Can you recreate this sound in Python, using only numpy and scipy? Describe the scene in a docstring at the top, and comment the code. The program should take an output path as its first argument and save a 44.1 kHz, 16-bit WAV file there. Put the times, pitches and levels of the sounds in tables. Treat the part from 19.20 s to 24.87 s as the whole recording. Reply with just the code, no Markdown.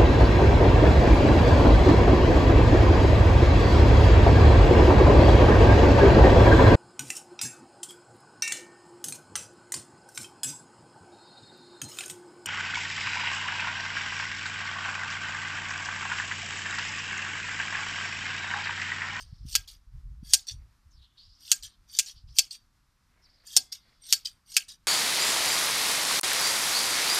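"""Sprung hand shears snip eight times, close to the microphone, shearing a sheep in a plastic-covered shelter.
The blades rasp shut through the wool (shaped noise that also excites resonances), clack together
(noise bursts and decaying steel modes), rebound, and scrape open again.
Faint swishes and squeaks (noise in gliding resonances) and soft rustles of fleece and clothes join in.
Gusts rumble on the microphone as low noise and single pressure swings, over a quiet outdoor hiss."""
import sys
import numpy as np
from scipy import signal
from scipy.fft import rfft, irfft
from scipy.io import wavfile
from scipy.ndimage import uniform_filter1d

SR = 44100
rng = np.random.default_rng(int(sys.argv[2]) if len(sys.argv) > 2 else 0)


def pcm_store(signal):
    """Save signal as 16-bit PCM."""
    levels = np.round(np.clip(np.atleast_2d(signal), -1, 1) * 32767)
    wavfile.write(sys.argv[1], SR, levels.astype(np.int16).T)


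N = 250047
TIME = np.arange(N) / SR  # seconds

# Pressure between the opening blades. Each row: start in seconds, length in seconds, level in dB.
OPENING_STROKES = [(0.0, 0.004, -41), (0.473, 0.048, -39.5), (1.267, 0.047, -36), (2.424, 0.026, -34.5),
                   (2.857, 0.0523, -37.5), (3.305, 0.04, -38.5), (4.518, 0.024, -35), (5.047, 0.027, -34),
                   (5.481, 0.037, -39)]
# Colour of the rasp. Each row: frequency in Hz, relative spectral density in dB per Hz.
RASP_SPECTRUM = [(400, -43), (1200, -38.5), (1700, -19), (2200, -23), (3300, -3.5), (4100, -5), (4600, 1),
                 (5900, -2), (7600, -9.5), (8500, -6), (9200, -14.5), (11300, -17.5), (13000, -13),
                 (14200, -12)]
# Resonances that the sliding edges excite. Each row: frequency in Hz, width in Hz, relative level in dB.
RASP_MODES = [(1800, 150, -20), (3368, 250, -9), (3740, 340, -2.5), (4600, 75, 0), (4870, 320, -2.5),
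              (5680, 160, -1.5), (8530, 200, -5), (9900, 240, -12.5), (12930, 340, -8)]
# Squeaks and swishes between snips. Each row: start in seconds, length in seconds, level in dB,
# first frequency in Hz, last frequency in Hz, whistling share of the power from 0 to 1.
SWISH_EVENTS = [(0.0, 0.28, -65.5, 5010, 5250, 0.13), (1.701, 0.1, -66, 6453, 3900, 0.67),
                (1.808, 0.047, -61, 4400, 3600, 0.17), (1.858, 0.12, -74.5, 3493, 3440, 0.7),
                (1.967, 0.066, -54, 3980, 4650, 0.6), (2.04, 0.24, -62, 4720, 5470, .5),
                (2.48, 0.054, -66, 4480, 4150, .05), (2.95, 0.032, -57.5, 4342, 4800, .05),
                (3.07, 0.057, -61, 4840, 5360, 0.3), (4.017, 0.054, -61, 5550, 4530, 0.89),
                (4.083, 0.19, -66, 5100, 4450, .45), (4.602, .22, -69, 4400, 4900, 0.13)]
# Rustles of fleece and clothes. Each row: start in seconds, length in seconds, level in dB.
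RUSTLE_EVENTS = [(0.0, 0.12, -77), (1.32, 0.14, -79.5), (3.884, .36, -73), (4.615, 0.074, -69.5)]
# Background of the outdoors. Each row: frequency in Hz, relative spectral density in dB per Hz.
AIR_SPECTRUM = [(12, -30.5), (20, 7), (103, -3), (302, -15.5), (421, -26.5), (656, -24.5), (1110, -17),
                (1310, -17.5), (1460, -19), (2930, -27), (4950, -23.5), (5380, -24), (6720, -29),
                (13400, -34), (15000, -39)]
AIR_DB = -67.5
# Rumble of wind. Each row: frequency in Hz, relative spectral density in dB per Hz.
WIND_SPECTRUM = [(8.8, -43.5), (15, -4), (44, 9.5), (138, -4.5), (159, -10), (204, -26.5), (261, -27),
                 (372, -48), (600, -59.5), (780, -86), (1320, -120)]
# Gusts, before the dulling of weak ones. Each row: start in seconds, length in seconds, level in dB.
GUST_EVENTS = [(0.0, 0.18, -49), (0.196, 0.08, -39.5), (0.316, 0.1, -45.5), (0.49, 0.086, -53.5),
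               (0.66, .07, -50), (0.728, 0.049, -40.5), (0.829, 0.11, -40), (0.959, 0.19, -46.5),
               (1.303, 0.12, -43), (1.64, 0.034, -52.5), (1.734, 0.083, -52), (2.033, 0.09, -55),
               (2.387, 0.078, -54.5), (2.574, 0.22, -61), (2.933, 0.027, -48.5), (3.023, 0.088, -46)]
# Single buffets of wind. Each row: centre in seconds, sine level in dB before its bell window, pitch in Hz.
BUFFET_EVENTS = [(0.131, -32, 91), (0.254, -35.5, 146), (1.031, -32.5, 138)]
# The blades bite and slide shut until the next clack. Each row: start in seconds, final pressure in dB,
# swell on the way in dB, level of the squeal of the first light touch in dB.
CLOSING_STROKES = [(0.263, -37, 22.5, -63.5), (1.034, -37.5, 28.5, -68.5), (2.2, -39.5, 21.5, -63),
                   (2.679, -37, 32, -65.5), (3.166, -35.5, 3.5, -65), (4.267, -41.5, 8, -65.5),
                   (4.811, -36, 35.5, -55), (5.267, -39.5, 24.5, -59)]
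BITE_S, SQUEEZE_EASE = 0.0087, 1.35  # time constant of the bite; the squeeze builds fast, then levels off
# Modes in which the edges squeal. Each row: frequency in Hz, width in Hz, relative level in dB.
TOUCH_MODES = [(2160, 97, -16), (5800, 70, 0), (8500, 70, 1)]
# The blades meet. Each row: time in seconds, level in dB, rebound in dB relative to the first contact,
# then the colour that grip and wool give the blow: low body, 1.6 kHz ping, 2.5 kHz clank,
# 7 kHz edge and top treble, all in dB.
CLACK_EVENTS = [(0.3524, -16.5, -3, 0, 6.5, 2.5, -2, 1), (1.1349, -11, -2, -1, -3.5, -3.5, 1.5, -1),
                (2.3164, -13.5, -6, -0.5, 6, 1.5, 4, 3), (2.7881, -16.0, -3, -2, 1, 2.5, 3.5, 0.5),
                (3.1856, -12.5, -1.5, -1, -8.5, 0, -0.5, -0.5), (4.3654, -11, -3.5, 4.5, -4.5, -5, 0, -0.5),
                (4.9255, -13.5, -1.5, -2.5, 2, -1.5, -2, 2), (5.3664, -15.0, -6.5, 2.5, 8.5, 9.5, 2.5, 2.5)]
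# Colour of a clack. Each row: frequency in Hz, relative spectral density in dB per Hz.
CLACK_SPECTRUM = [(100, -40.5), (400, -36.5), (720, -30), (1000, -36), (1280, -23), (1550, -17.5),
                  (1850, -18), (2500, -5), (3900, -2.5), (4700, 3), (7000, -0.5), (9500, -3.5),
                  (10800, -15), (12500, -12), (13600, -7), (14200, -12)]
# Nominal modes of the steel blades. Each row: frequency in Hz, relative level in dB,
# 60 dB decay time in seconds before extra damping.
STEEL_MODES = [(770, -22, .06), (1320, -20, .05), (1612, -15, .17), (2622, -6, .08), (3250, -9, .07),
               (3390, -6, .1), (3710, -9, .06), (4475, 1, .16), (4610, -1, .07), (4740, 0, .08),
               (4830, -3, .11), (4945, -3, .07), (5305, 4, .08), (5570, 0, .07), (5930, -5, .06),
               (6470, -1, .06), (6735, -1, .06), (7572, -3, .05), (8640, -9, .08), (9380, -8, .05),
               (13110, -12, .04)]
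# Long ring of the spring steel. Each row: frequency in Hz, level in dB, 60 dB decay time in seconds.
SPRING_MODES = [(2089, -72, 1.8), (3391, -65.5, 1.4), (4538, -65, .8), (4834, -59.5, .6)]
BOW_S = 4.366  # start of that ring
EDGE_HZ = 14350  # upper band limit


def gain_of(db):
    """The decibel law: a level in dB becomes an amplitude ratio."""
    return 10 ** (np.asarray(db) / 20)


def evened(x):
    """Normalisation of power: the signal is scaled to rms 1."""
    return x / np.sqrt(np.mean(x ** 2) + 1e-20)


def read(points, hz):
    """Interpolation of a spectrum table along a logarithmic frequency axis."""
    f, value = np.transpose(points)
    return np.interp(np.log(hz + 1), np.log(f + 1), value)


def add(mix, s, sound):
    """Superposition: mixes a sound in at time s."""
    part = mix[max(round(s * SR), 0):][:len(sound)]
    part += sound[:len(part)]


def colour(x, points, size=4096):
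    """Minimum-phase filtering: a causal response is derived from the given spectrum."""
    hz = abs(np.fft.fftfreq(size, 1 / SR))
    log_gain = np.log(gain_of(read(points, hz)))
    response = np.exp(np.conj(signal.hilbert(log_gain)))
    taps = np.fft.ifft(response).real[:size // 2]
    return signal.oaconvolve(x, taps)[:len(x)]


def noise(points):
    """Spectral shaping: steady random noise of rms 1 takes the given spectrum."""
    hz = np.fft.rfftfreq(N, 1 / SR)
    spectrum = rfft(rng.standard_normal(N)) * gain_of(read(points, hz))
    return evened(irfft(spectrum, N))


def wander(hz):
    """Low-passed chance: random variation of rms 1, mostly slower than the given rate."""
    slowness = 1 / (1 + (np.fft.rfftfreq(N, 1 / SR) / hz) ** 4)
    return evened(irfft(rfft(rng.standard_normal(N)) * slowness, N))


def patchy(x, db, size=256):
    """Intermittent contact: level varies in brief random patches over time and frequency."""
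    overlap = 3 * size // 4
    z = signal.stft(x, nperseg=size, noverlap=overlap)[2]
    patches = uniform_filter1d(rng.standard_normal(z.shape), size=5, axis=0)
    patches = uniform_filter1d(patches, size=5, axis=1)
    y = signal.istft(z * gain_of(db * evened(patches)), nperseg=size, noverlap=overlap)[1]
    return evened(y[:len(x)])


def envelope(t, length, attack_s, sag_db_per_s, release_db_per_s):
    """Exponential decay in two stages: it rises from t = 0, sags while the push lasts, then dies away."""
    sag_db = sag_db_per_s * np.clip(t, 0, length)
    release_db = release_db_per_s * np.maximum(t - length, 0)
    return np.clip(t / attack_s, 0, 1) * gain_of(-np.minimum(sag_db + release_db, 200))


def resonate(x, hz, width):
    """Heterodyne resonance: a steep low-pass in a turning frame follows the frequency curve hz."""
    turn = np.exp(2j * np.pi * np.cumsum(hz) / SR)
    r = np.exp(-np.pi * abs(width) / SR)
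    smoothed = signal.lfilter([(1 - r) ** 2], [1, -2 * r, r * r], x / turn)
    return evened((turn * smoothed).real)


def releases():
    """Elastic unloading: pressure between the opening blades starts suddenly and eases with the spring."""
    for start, length, db in OPENING_STROKES:
        push = envelope(TIME - start, length, attack_s=0.0069, sag_db_per_s=149.5, release_db_per_s=440)
        yield start, start + length, gain_of(db) * push


def rasp(strokes, db, grain_db, slip_db, patch_db, edge_db, low_db, top_db, smear_t60=0.046, smear_db=1):
    """Stick-slip friction: edges scrape in uneven slips; light touch sings in resonances, hard touch grinds."""
    out, t = np.zeros(N), np.arange(SR // 16) / SR
    pressure = sum(push for _, _, push in strokes)
    unevenness = gain_of(grain_db * wander(1200) + slip_db * wander(80))
    grains = patchy(rng.standard_normal(N) * unevenness, patch_db)
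    scrape = evened(colour(grains, RASP_SPECTRUM))
    edges = np.zeros(N)
    for hz, width, d in RASP_MODES:
        edges += gain_of(d) * evened(signal.lfilter(*signal.iirpeak(hz, hz / width, SR), grains))
    # the singing share shrinks as pressure grows
    singing = np.minimum(gain_of(edge_db) * (gain_of(-48.5) / (pressure + 1e-6)) ** .5, 1)
    sound = pressure * (np.sqrt(1 - singing ** 2) * scrape + singing * evened(edges))
    # each stroke meets the steel at another spot, and rings in other close modes
    for start, end, _ in strokes:
        start, end = max(start - .05, 0), end + .12
        steel = rng.standard_normal(len(t)) * gain_of(-60 * t / smear_t60)
        steel *= gain_of(smear_db) / np.linalg.norm(steel)
        steel[0] += 1  # the direct sound
        stroke = sound[round(start * SR):round(end * SR)]
        add(out, start, signal.oaconvolve(stroke, steel / np.linalg.norm(steel)))
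    return gain_of(db) * colour(out, [(1100, 0), (1750, low_db), (2600, 0), (5000, 0), (12000, top_db)])


def swish(line_width_hz=110, wide_width_hz=1900, flutter_db=1.0, strand_step=.11, strand_db=-9, break_db=3):
    """Gliding resonance: soft hisses move in pitch, some narrowed to a few thin, broken whistles."""
    out, t = np.zeros(N), np.arange(SR // 2) / SR
    wobble = 1 + .016 * wander(35)
    strands = [(1, 0), (1 + strand_step, strand_db), (1 - strand_step, strand_db)]  # pitch ratio, dB
    for s, length, level_db, first_hz, last_hz, share in SWISH_EVENTS:
        glide = np.interp(t, [0, length], [first_hz, last_hz])
        centre = glide * wobble[round(s * SR):][:len(t)]
        hiss = resonate(rng.standard_normal(len(t)), centre, wide_width_hz)
        hiss = colour(hiss, [(2000, -22), (3000, -3.0), (5300, -8.5), (6300, -16), (8000, -11)])
        hiss = patchy(hiss, db=2.5)
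        line = np.zeros(len(t))
        for ratio, d in strands:
            line += gain_of(d) * resonate(rng.standard_normal(len(t)), centre * ratio, line_width_hz)
        line = patchy(line, break_db)
        push = envelope(t, length, attack_s=.018, sag_db_per_s=25, release_db_per_s=352)
        add(out, s, gain_of(level_db) * push * (np.sqrt(1 - share) * hiss + np.sqrt(share) * line))
    return out * gain_of(flutter_db * wander(67))


def rustle(crumple_db=3):
    """Soft friction: fleece and cloth rub dully and unevenly, as patchy shaped noise."""
    rubbing = noise([(100, -0.5), (250, 1), (700, 2.0), (1100, -1.5), (1600, 2), (2200, 3),
                     (3500, -13.5), (7000, -21.5)])
    motion = np.zeros(N)
    for s, length, d in RUSTLE_EVENTS:
        motion += gain_of(d) * envelope(TIME - s, length, attack_s=.06, sag_db_per_s=6.5, release_db_per_s=111)
    return motion * gain_of(crumple_db * wander(40)) * patchy(rubbing, db=2.0)


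def air(swell_db=1):
    """Ambient noise: the quiet outdoors is shaped noise with a slight random swell."""
    return gain_of(AIR_DB + swell_db * wander(9)) * noise(AIR_SPECTRUM)


def wind(buffet_cycles=0.35, calm_hz=100, full_db=-42):
    """Turbulent pressure: eddies rumble, duller in weak gusts; the sharpest are single pressure swings."""
    rumble = noise(WIND_SPECTRUM)
    rumble /= np.sqrt(uniform_filter1d(rumble ** 2, size=4096))  # steadies the local level
    dull = signal.sosfiltfilt(signal.butter(2, calm_hz, fs=SR, output="sos"), rumble)
    power = np.zeros(N)
    for s, length, d in GUST_EVENTS:
        push = envelope(TIME - s, length, attack_s=0.02, sag_db_per_s=21.5, release_db_per_s=219)
        power += (gain_of(d) * push) ** 2
    force = np.sqrt(power)
    brightness = np.minimum(force / gain_of(full_db), 1)
    out = force * (dull + brightness * (rumble - dull))
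    for s, level_db, hz in BUFFET_EVENTS:
        turns = (TIME - s) * hz
        out -= gain_of(level_db) * np.sin(2 * np.pi * turns) * np.exp(-(turns / buffet_cycles) ** 2)
    return out


def squeezes():
    """Growing contact force: pressure between the closing blades builds from the first bite to the clack."""
    for (start, db, swell_db, _), (shut, *_) in zip(CLOSING_STROKES, CLACK_EVENTS):
        to_go = np.clip((shut - TIME) / (shut - start), 0, 1)
        bite = np.exp(np.clip((TIME - start) / BITE_S, -30, 0))
        yield start, shut, bite * (TIME < shut) * gain_of(db - swell_db * to_go ** SQUEEZE_EASE)


def squeal(hold_s=.06):
    """Friction-excited modes: while the edges still touch lightly, they sing in a few narrow bands."""
    out, t = np.zeros(N), np.arange(SR // 4) / SR
    for start, _, _, level_db in CLOSING_STROKES:
        tone = np.zeros(len(t))
        for hz, width, d in TOUCH_MODES:
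            tone += gain_of(d) * resonate(rng.standard_normal(len(t)), np.full(len(t), hz), width)
        touch = envelope(t, hold_s, attack_s=.008, sag_db_per_s=15, release_db_per_s=300)
        add(out, start, evened(tone) * gain_of(level_db) * touch)
    return out


def blades(spread_db, detune, damping):
    """Modal ringing of energy 1: grip and wool change the blades' modes a little each time."""
    t = np.arange(SR // 4) / SR
    ring = np.zeros(len(t))
    for hz, db, t60 in STEEL_MODES:
        level_chance, pitch_chance, phase_chance = rng.standard_normal(3)
        decay = gain_of(db + spread_db * level_chance - 60 * damping * t / t60)
        ring += decay * np.sin(2 * np.pi * (hz * (1 + detune * pitch_chance) * t + phase_chance))
    return ring / np.linalg.norm(ring)


def clack(db, rebound_db, body, ping, clank, edge, top, bounce_s=.0063, chatter_t60=0.024, third_db=-14,
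          ring_db=-6, tail_db=-13.0, tail_t60=0.18, bright_t60=0.155):
    """Repeated impact: the blades slam shut and bounce twice, each contact a brief chatter of steel."""
    t = np.arange(SR // 4) / SR
    gap = bounce_s * rng.uniform(.96, 1.1)
    blows = [(0, 0), (gap, rebound_db), (gap * rng.uniform(1.8, 2.1), third_db)]  # seconds, dB
    # each contact builds, holds briefly and dies
    power = np.zeros(len(t))
    for s, d in blows:
        build = np.clip((t - s) / 0.0003, 0, 1)
        decay = gain_of(d - 60 * np.maximum(t - s - .0012, 0) / chatter_t60)
        power += (build * decay) ** 2
    crack = evened(colour(rng.standard_normal(len(t)) * np.sqrt(power), CLACK_SPECTRUM))
    # countless weak modes of blades and bow linger as a haze, the highest dying first
    haze = colour(patchy(rng.standard_normal(len(t)), db=5.0), CLACK_SPECTRUM)
    dark = signal.sosfiltfilt(signal.butter(4, 6500, fs=SR, output="sos"), haze)
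    bright = haze - dark
    haze = evened(dark * gain_of(-60 * t / tail_t60) + bright * gain_of(-60 * t / bright_t60))
    ring = np.zeros(len(t))
    for s, d in blows:
        add(ring, s, gain_of(d) * blades(spread_db=3.5, detune=0.0013, damping=1.5))
    grip = [(900, body), (1450, ping), (1800, ping), (2200, clank), (2900, clank), (3600, 0), (5300, 0),
            (6500, edge), (9000, edge), (11000, top)]
    sound = colour(crack + gain_of(tail_db) * haze + gain_of(ring_db) * evened(ring), grip)
    return gain_of(db) * sound / np.sqrt(np.mean(sound[:SR // 100] ** 2))  # level over the first 10 ms


def clacks():
    """A series of impacts: every closing of the shears at its own time."""
    out = np.zeros(N)
    for s, *blow in CLACK_EVENTS:
        add(out, s, clack(*blow))
    return out


def bow():
    """Weakly damped modes: the faint, long ring of the spring steel as decaying sines."""
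    out, t = np.zeros(N), np.arange(SR) / SR
    for hz, db, t60 in SPRING_MODES:
        add(out, BOW_S, gain_of(db - 60 * t / t60) * np.sin(2 * np.pi * hz * t))
    return out


def shelter(x, wet_db=-24, t60=0.27):
    """Diffuse reverberation: decaying noise taps give faint, short reflections from the plastic walls."""
    t = np.arange(SR // 2) / SR
    taps = rng.standard_normal(len(t)) * (t > .012) * gain_of(-60 * t / t60)
    taps = colour(taps / np.linalg.norm(taps), [(300, 16.0), (5500, -10), (12000, -16.5)])
    return x + gain_of(wet_db) * signal.oaconvolve(x, taps)[:N]


def stereo_width(x, side_db=-4, t60=.09):
    """Stereo width: short decaying noise taps add a treble side signal, opposite in the two channels."""
    t = np.arange(SR // 8) / SR
    taps = rng.standard_normal(len(t)) * (t > .004) * gain_of(-60 * t / t60)
    taps = colour(taps / np.linalg.norm(taps), [(2400, -42), (4400, -39.5), (8000, -16), (14000, -12.5)])
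    side = signal.oaconvolve(x, taps)[:N]
    return x + gain_of(side_db) * np.array([side, -side])


def scene():
    """Superposition of sources: shears, swish, rustle and air are widened; wind is equal in both channels."""
    grit = dict(grain_db=5.5, slip_db=2.0, patch_db=4.0)
    opening = rasp(list(releases()), db=-1.5, edge_db=-4.5, low_db=0.5, top_db=-5, **grit)
    closing = rasp(list(squeezes()), db=-1.5, edge_db=-6.5, low_db=0.5, top_db=2, **grit)
    shears = shelter(opening + closing + squeal() + clacks())
    return stereo_width(shears + swish() + rustle() + air() + bow()) + wind()


def record(dry, ceiling=4.1):
    """Soft saturation and band limitation: high peaks are slightly rounded, then the top treble is cut."""
    limited = ceiling * np.tanh(dry / ceiling)
    low_pass = signal.firwin(301, EDGE_HZ, window=("kaiser", 7), fs=SR)
    return signal.oaconvolve(limited, low_pass[None], "same", axes=1)


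dry = scene()
out = record(dry)
pcm_store(out)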